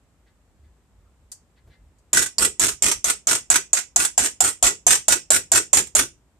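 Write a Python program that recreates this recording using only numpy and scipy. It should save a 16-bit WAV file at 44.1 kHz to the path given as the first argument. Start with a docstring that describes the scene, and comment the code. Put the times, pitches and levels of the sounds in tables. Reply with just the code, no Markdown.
"""Small kitchen: a measuring spoon is flicked hard eighteen times over a saucepan to shake off tomato paste.
Each flick stops in a noise crack with a bright sine ping, and a hollow two-sine pop from the bowl.
Loose spoons on the ring then rattle and knock back: random contacts filtered by ringing modes.
Noise gives the flutter, air puffs, rubs and dull bumps; before the flicks come a light tick and a very faint one.
Quick echoes and a short tail surround it, over a quiet floor; the close stereo microphone overloads softly."""
import sys
import numpy as np
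from scipy import signal
from scipy.fft import rfft, irfft
from scipy.io import wavfile
from scipy.ndimage import uniform_filter1d

SR = 44100
rng = np.random.default_rng(int(sys.argv[2]) if len(sys.argv) > 2 else 0)


def dump_mix(stems):
    """Bounce the given channels to the path in sys.argv[1] as a 16-bit WAV at rate SR."""
    frames = np.atleast_2d(stems).T  # one column per channel
    limited = np.clip(frames, -1, 1)  # hard clip at full scale
    pcm = np.round(limited * 32767).astype(np.int16)
    wavfile.write(sys.argv[1], SR, pcm)


N = 281799

# Levels in tables are relative.
# flicks: stop t/s, crack level/dB, ping f/Hz, ping level/dB, bowl f/Hz, rattle level/dB,
# rebound level/dB, time to settle/s, settling knock level/dB, flutter level/dB
FLICKS = [(2.1313, -8, 6860, -37, 670, -22, -10.5, 0.094, -17, -37.5),
          (2.3833, -12.5, 4800, -15, 640, -21.5, -13, 0.066, -12, -36),
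          (2.5961, -10.5, 7040, -12.5, 630, -20, -16, 0.093, -38, -38),
          (2.8231, -9, 6550, -15.5, 623, -20.5, -15, 0.092, -15, -38.5),
          (3.043, -10, 6730, -10.5, 626, -21.5, -19.5, 0.057, -13, -46.5),
          (3.271, -9.5, 6890, -10, 698, -19.5, -15, 0.08, -23.5, -41),
          (3.5017, -8.5, 7370, -4, 726, -19, -20.5, 0.056, -9.5, -43.5),
          (3.7315, -11, 7440, -4, 696, -25, -19.5, .056, -27, -58),
          (3.9609, -7.5, 7030, -5.5, 713, -22, -17.5, 0.089, -16, -43.5),
          (4.178, -7.5, 7370, -7.5, 754, -21, -26, 0.083, -30, -40),
          (4.4053, -4.5, 7580, -15, 749, -21, -17.5, 0.08, -24, -41),
          (4.6267, -5.5, 7460, -11.5, 722, -14, -13, 0.049, -33, -39.5),
          (4.867, -6, 6910, -2, 724, -17.5, -8.5, .084, -26, -41.5),
          (5.0825, -3, 7330, -13, 675, -19, -9.5, 0.055, -35, -41),
          (5.3044, -5, 7510, -9, 625, -18.5, -13, .058, -14.5, -40.5),
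          (5.5178, -4, 7630, -11.5, 661, -18, -8.5, 0.057, -12, -36.5),
          (5.731, -4.5, 7564, -6.5, 617, -17, -10.5, 0.054, -17, -37.5),
          (5.9513, -7, 6900, -11, 622, -16.5, -11.5, 0.056, -30, -38)]
# loose spoons swinging back after a stop: delay/s, level re rebound/dB
BOUNCES = [(.040, 0), (.060, -7)]


def amp(db):
    """Decibels to gain."""
    return 10 ** (np.asarray(db) / 20)


def read(points, hz):
    """Interpolates (f/Hz, value) on a log-frequency axis."""
    f, value = np.transpose(points)
    return np.interp(np.log(hz + 1), np.log(f + 1), value)


def evened(x):
    """Scales to rms 1."""
    return x / np.sqrt(np.mean(x ** 2) + 1e-20)


def ring_down(t_s, t60_s):
    """Exponential decay, 60 dB in t60_s."""
    return np.exp(-np.log(1000) * t_s / t60_s)


def add(mix, start_s, sound):
    """Mixes a sound in at start_s, cut at the end of the mix."""
    start = max(round(start_s * SR), 0)
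    part = mix[..., start:][..., :sound.shape[-1]]
    part += sound[..., :part.shape[-1]]


def convolve(x, response):
    """Passes one or two channels through a response."""
    return signal.fftconvolve(np.atleast_2d(x), np.atleast_2d(response), axes=1)[:, :N]


def colour(x, spectrum, size=4096):
    """Minimum-phase filter of energy 1 with the given spectrum shape."""
    hz = abs(np.fft.fftfreq(size, 1 / SR))
    log_gain = np.log(amp(read(spectrum, hz)))
    response = np.exp(np.conj(signal.hilbert(log_gain)))
    taps = np.fft.ifft(response).real[:size // 2]
    return convolve(x, taps / np.linalg.norm(taps))


def pan(left_db):
    """Channel gains for a left-minus-right level."""
    return amp([[left_db / 2], [-left_db / 2]])


def bursts(rows, first_db=11, size=4096):
    """Contacts strike once, chatter and die away: rows of t/s, level/dB, e-fold decay/s."""
    out, t = np.zeros(N), np.arange(size) / SR
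    for s, db, decay_s in rows:
        chatter = np.exp(-t / decay_s) * rng.choice([-1., 1.], size)
        chatter[0] = amp(first_db)
        add(out, s, amp(db) * chatter)
    return out


def swells(rows, spectrum, size=1400):
    """Half-sine swells of evened coloured noise: rows of middle t/s, length/s, level/dB."""
    level = np.zeros(N)
    for s, length_s, db in rows:
        arch = np.sin(np.pi * np.arange(0, 1, 1 / (length_s * SR)))
        add(level, s - length_s / 2, amp(db) * arch)
    noise = colour(rng.standard_normal(N), spectrum)[0]
    local_power = abs(uniform_filter1d(noise ** 2, size))
    return level * noise / np.sqrt(local_power + 1e-9)


def ports(make, apart):
    """Contacts reach each microphone port by partly different paths: a shared and an own part."""
    return np.sqrt(1 - apart) * make() + np.sqrt(apart) * np.array([make(), make()])


def paired(a, b):
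    """Two unrelated noises become a left and right that agree most in the bass and low mids."""
    # left-right likeness: f/Hz, correlation
    likeness = [(50, 0.86), (250, 0.86), (600, 1), (1500, 0.28), (4000, 0.021), (14000, 0.085)]
    same = np.clip(read(likeness, np.fft.rfftfreq(len(a), 1 / SR)), -1, 1)
    right = irfft(same * rfft(a) + np.sqrt(1 - same ** 2) * rfft(b), len(a))
    return np.array([a, right])


def flick_starts():
    """Sample indices 10 ms ahead of each stop."""
    return [round((row[0] - .01) * SR) for row in FLICKS]


def clacks(partials=(.9, .955, 1, 1.045, 1.1), detune=.012, ping_t60_s=0.032, crack_decay_s=0.0069):
    """The spoon is stopped dead: a broadband crack and a short ping of close partials."""
    # crack spectrum: f/Hz, level per Hz/dB
    crack_spectrum = [(100, -30.5), (400, -9), (1000, -4), (2000, -11), (4500, -7), (6000, -3.5),
                      (7300, 11), (8500, -4), (10000, -0.5), (12000, -12), (14500, -13)]
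    t, pings = np.arange(SR // 10) / SR, np.zeros((2, N))
    for s, _, ping_hz, ping_db, *_ in FLICKS:
        spread = 1 + detune * rng.standard_normal((len(partials), 1))
        hz = ping_hz * np.array(partials)[:, None] * spread
        phase = rng.random((2, len(partials), 1))
        ping = np.sin(2 * np.pi * (hz * t + phase)).sum(1)
        add(pings, s, amp(ping_db) * ring_down(t, ping_t60_s) * ping)
    rows = [(s, db, crack_decay_s) for s, db, *_ in FLICKS]
    cracks = colour(ports(lambda: bursts(rows), apart=0.65), crack_spectrum)
    return amp(-2) * (spoons(cracks, ring_db=-9, left_db=-12) + pan(-4) * pings)


def spoons(x, ring_db, left_db, detune=.01, size=3000):
    """Contacts ring the spoons; they hang differently after each flick, so the modes shift a little."""
    # modes of the bunch: f/Hz, level/dB, t60/s
    modes = [(1495, -17, 0.016), (1964, -20, 0.1), (3476, -23, 0.065), (5470, -16.5, 0.054),
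             (5990, -16.5, 0.026), (6715, -20, 0.033), (6940, -14, .03), (7230, -21.5, 0.061),
             (7562, -8.5, 0.009), (7880, -10, 0.014), (8250, -11, 0.012), (9150, -15, 0.024),
             (8610, -17, 0.015), (9650, -32.5, .03)]
    t, out = np.arange(size) / SR, np.zeros((2, N))
    hz, db, t60_s = np.transpose(modes)[:, :, None]
    edges = flick_starts() + [N]
    for a, b in zip(edges, edges[1:]):
        shifted_hz = hz * (1 + detune * rng.standard_normal(hz.shape))
        phase = rng.random((2, len(hz), 1))
        rings = ring_down(t, t60_s) * np.sin(2 * np.pi * (shifted_hz * t + phase))
        rings = rings / np.linalg.norm(rings, axis=2, keepdims=True)
        add(out, a / SR, convolve(x[:, a:b], (amp(db) * rings).sum(1)))
    return x + amp(ring_db) * pan(left_db) * out


def rattle(per_s=1400, spread_db=4, rise_s=0.013, fade_s=0.016, sag_db=-3, linger_s=.003,
           knock_decay_s=0.0082, hollow_db=-18, hollow_follow=0.35):
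    """Loose spoons chatter on their ring after each stop: random touches, hard landings, hollow knocks."""
    # spectra: f/Hz, level per Hz/dB
    clatter_spectrum = [(100, -25.5), (350, -11), (600, -8), (1050, -7), (1400, -2.5), (2400, -5.5),
                        (3100, -5.5), (5000, -6), (6500, -1), (7800, -2.5), (9000, -1), (10000, -5.5),
                        (12000, -9.5), (14000, -19.5)]
    knock_spectrum = [(300, -43), (1050, -23), (1450, 9), (1800, -11), (2600, 3), (4000, -34.5),
                      (8000, -50.5)]
    # further touches between flicks: t/s, level/dB, decay/s
    late_clinks = [(2.261, -24, 0.008), (5.871, -38.5, 0.0074)]
    age, level, hollow = np.arange(SR // 4) / SR, np.zeros(N), []
    for s, *_, rattle_db, rebound_db, settle_s, _, _ in FLICKS:
        held = amp(rattle_db + sag_db * np.minimum(age / settle_s, 1)) * np.minimum(age / rise_s, 1)
        add(level, s, held * np.exp(-np.maximum(age - settle_s - linger_s, 0) / fade_s))
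        knock_db = hollow_db + hollow_follow * rebound_db
        hollow += [(s + delay_s, knock_db + db, knock_decay_s) for delay_s, db in BOUNCES]
    # sparse touches: times and sizes common to both ports, signs partly their own
    sizes = (rng.random(N) < per_s / SR) * amp(spread_db * np.minimum(rng.exponential(1, N), 3))
    touches = evened(ports(lambda: sizes * rng.choice([-1, 1], N), apart=0.75)) * clumps(depth_db=0.5)
    landings = ports(lambda: bursts(rebounds(knock_decay_s) + late_clinks), apart=0.77)
    contacts = colour(level * touches + amp(0.5) * landings, clatter_spectrum)
    contacts = contacts + colour(bursts(hollow), knock_spectrum)
    return pan(-1) * spoons(contacts, ring_db=-2, left_db=-4.5)


def clumps(depth_db, size=130):
    """Uneven pressure that weights contacts into clumps a few milliseconds long."""
    slow = uniform_filter1d(uniform_filter1d(rng.standard_normal(N), size), size)
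    return evened(amp(depth_db * np.clip(evened(slow), -2, 2)))


def rebounds(decay_s):
    """Loose spoons bounce until a last knock settles them: rows of t/s, level/dB, decay/s."""
    rows = []
    for s, *_, rebound_db, settle_s, settle_db, _ in FLICKS:
        for delay_s, db in BOUNCES:
            if delay_s + decay_s < settle_s:
                rows.append((s + delay_s, rebound_db + db, decay_s))
        rows.append((s + settle_s, settle_db, decay_s))
    return rows


def bowl(t60_s=0.051, rise_s=.002, upper_ratio=1.13, upper_db=-8):
    """The air in the spoon's bowl pops at every stop: two decaying modes."""
    # pop level as paste leaves the bowl: t/s, level/dB
    pop_levels = [(2.13, -35.5), (2.45, -43), (3.27, -35), (3.5, -28), (3.75, -32), (4.2, -21.5),
                  (4.65, -20.5), (5.95, -27.5)]
    t, pops = np.arange(SR // 10) / SR, np.zeros(N)
    for s, _, _, _, hz, *_ in FLICKS:
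        pop = np.sin(2 * np.pi * hz * t) + amp(upper_db) * np.sin(2 * np.pi * hz * upper_ratio * t)
        pop_gain = amp(np.interp(s, *np.transpose(pop_levels)))
        add(pops, s, pop_gain * np.minimum(t / rise_s, 1) * ring_down(t, t60_s) * pop)
    return amp(6.5) * pan(4.3) * pops


def shaking(lag_s=0.051, length_s=.116, hum_hz=(230, 420), hum_age_s=(.04, .1), width_hz=55, hum_db=-3):
    """Dull low flutter of the spoons in the hand; its narrow-band hollow tone climbs after each stop."""
    # flutter spectrum: f/Hz, level per Hz/dB
    body_spectrum = [(30, -13), (70, -4), (130, -1), (190, -10.5), (260, -3.5), (380, 5), (520, -7.5),
                     (900, -23), (3000, -50)]
    age, hum = np.arange(0, length_s, 1 / SR), np.zeros(N)
    carrier = np.exp(2j * np.pi * np.cumsum(np.interp(age, hum_age_s, hum_hz)) / SR)
    for s, *_, db in FLICKS:
        noise = np.array([1, 1j]) @ rng.standard_normal((2, SR // 4))
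        slow = signal.lfilter(*signal.butter(2, width_hz, fs=SR), noise)[-len(age):]
        arch = np.sin(np.pi * age / length_s) ** .5
        add(hum, s, amp(db + hum_db) * evened((slow * carrier).real) * arch)
    flutter = swells([(s + lag_s, length_s, db) for s, *_, db in FLICKS], body_spectrum)
    return pan(1.1) * (amp(1.5) * flutter + hum)


def scooping(squelch_s=1.07, squelch_length_s=0.053, squelch_db=-70):
    """Soft rubs in the paste that ring the can, one faint squelch and light touches of the spoon."""
    # rubs: start t/s, length/s, level/dB
    rub_rows = [(0.255, 0.053, -66), (0.623, 0.063, -72), (1.554, 0.054, -64.5), (1.692, 0.079, -60.5)]
    # light touches: t/s, level/dB, decay/s
    tick_rows = [(1.3175, -29.5, 0.0095), (1.985, -61, .012)]
    # spectra: f/Hz, level per Hz/dB
    rub_spectrum = [(500, -15.5), (1300, -13), (1900, -3.5), (2900, -10.5), (4100, -7.5), (6500, -27.5),
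                    (12000, -34)]
    tick_spectrum = [(200, -23), (900, -10.5), (1700, -10), (2500, -16), (3700, -12.5), (4650, 5.5),
                     (5300, -2), (7500, 10), (9500, 2.5), (10500, -1.5), (14000, -11)]
    # can modes: f/Hz, level/dB, t60/s
    can_modes = [(1710, -9, .3), (2070, -6.5, .25)]
    rubs = swells([(s + length_s / 2, length_s, db) for s, length_s, db in rub_rows], rub_spectrum)
    t = np.arange(SR // 3) / SR
    response = np.zeros(len(t))
    for hz, db, t60_s in can_modes:
        ring = ring_down(t, t60_s) * np.sin(2 * np.pi * hz * t)
        response += amp(db) * ring / np.linalg.norm(ring)
    can = convolve(rubs, response)
    squelch_spectrum = [(900, -37), (1300, 0), (1700, -37), (5000, -60)]
    squelch = swells([(squelch_s, squelch_length_s, squelch_db)], squelch_spectrum)
    ticks = colour(ports(lambda: bursts(tick_rows), apart=1.0), tick_spectrum)
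    return amp(-1.0) * rubs + amp(-10) * can + squelch + ticks


def thuds(puff_lag_s=.035, puff_length_s=.06, puff_db=-1.5):
    """Dull bumps of hands and dropping paste, and air pushed at the microphone by each flick."""
    # bumps: peak t/s, length/s, level/dB
    bumps = [(.655, 0.17, -51), (1.04, 0.23, -54), (1.24, 0.14, -56.5), (1.68, 0.11, -49),
             (1.84, 0.17, -49.5), (2.735, 0.025, -44), (2.972, 0.051, -39), (4.648, .044, -33)]
    # spectrum: f/Hz, level per Hz/dB
    thud_spectrum = [(20, -44.5), (32, -25), (45, -4.5), (62, 7.5), (95, -9.5), (160, -26), (400, -40),
                     (2000, -67.5)]
    # puff_db is relative to the flutter column
    puffs = [(s + puff_lag_s, puff_length_s, db + puff_db) for s, *_, db in FLICKS]
    return swells(bumps + puffs, thud_spectrum)


def stove(x, wander_s=.0003):
    """Direct sound plus quick reflections, whose paths differ at each port and change with each flick."""
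    # echoes off hand, stove top and wall: delay/s, level/dB
    echoes = [(.0009, -10), (.0033, -5), (.0075, -15.5)]
    out = x.copy()
    edges = [0] + flick_starts() + [N]
    for a, b in zip(edges, edges[1:]):
        for delay_s, db in echoes:
            for port, shift_s in enumerate(wander_s * rng.standard_normal(2)):
                add(out[port], a / SR + delay_s + shift_s, amp(db) * x[port, a:b])
    return out


def kitchen(x, tail_db=-8, build_s=0.0083, size=14336, count=3, taps_per_s=3000):
    """Short room tail of sparse decaying taps; three different tails fade into one another at a steady rate."""
    # decay: f/Hz, t60/s
    room_t60 = [(100, 0.46), (350, 0.15), (700, 0.17), (1500, 0.14), (2700, 0.22), (4200, 0.17),
                (5500, 0.23), (7500, 0.2), (13000, 0.13)]
    out, t = np.zeros((2, N)), np.arange(N) / SR
    for k in range(count):
        taps = rng.choice([-1., 1.], (2, size)) * (rng.random((2, size)) < taps_per_s / SR)
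        hz, at_s, z = signal.stft(paired(*taps), SR, nperseg=256)
        decayed = z * ring_down(at_s, read(room_t60, hz)[:, None])
        tail = signal.istft(decayed, SR, nperseg=256)[1][:, :size]
        tail = tail * np.minimum(np.arange(size) / SR / build_s, 1)
        share = np.sqrt(2 / count) * np.cos(np.pi * (11 * t + k / count))
        out += convolve(x * share, tail / np.linalg.norm(tail[0]))
    return amp(tail_db) * out


def floor():
    """Quiet steady background: coloured stereo noise."""
    # spectrum: f/Hz, level per Hz/dB
    floor_spectrum = [(20, -33), (55, 5), (110, -8), (200, -11), (400, -17.5), (1000, -22.5), (2000, -28.5),
                      (4500, -35), (6000, -35.5), (7800, -29), (10000, -40), (14000, -42)]
    return amp(-60.5) * colour(paired(*rng.standard_normal((2, N))), floor_spectrum)


def scene():
    """Spoons and hands in the kitchen, over a quiet floor."""
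    spoon = amp(-2.5) * pan(-0.44) * (clacks() + rattle() + scooping())
    air = shaking() + bowl()
    return stove(spoon) + air + kitchen(spoon + air) + thuds() + floor()


def record(dry, ceiling=0.76, low_cut_hz=34, edge_hz=14600):
    """The microphone loses the lowest bass and overloads on the hardest clacks; then the band limit."""
    thinned = signal.lfilter(*signal.butter(2, low_cut_hz, "highpass", fs=SR), dry)
    squashed = thinned / (1 + (thinned / ceiling) ** 4) ** (1 / 4)
    low_pass = signal.firwin(161, edge_hz, window=("kaiser", 8), fs=SR)
    return signal.oaconvolve(squashed, low_pass[None], "same")


dry = scene()
out = record(dry)
dump_mix(out)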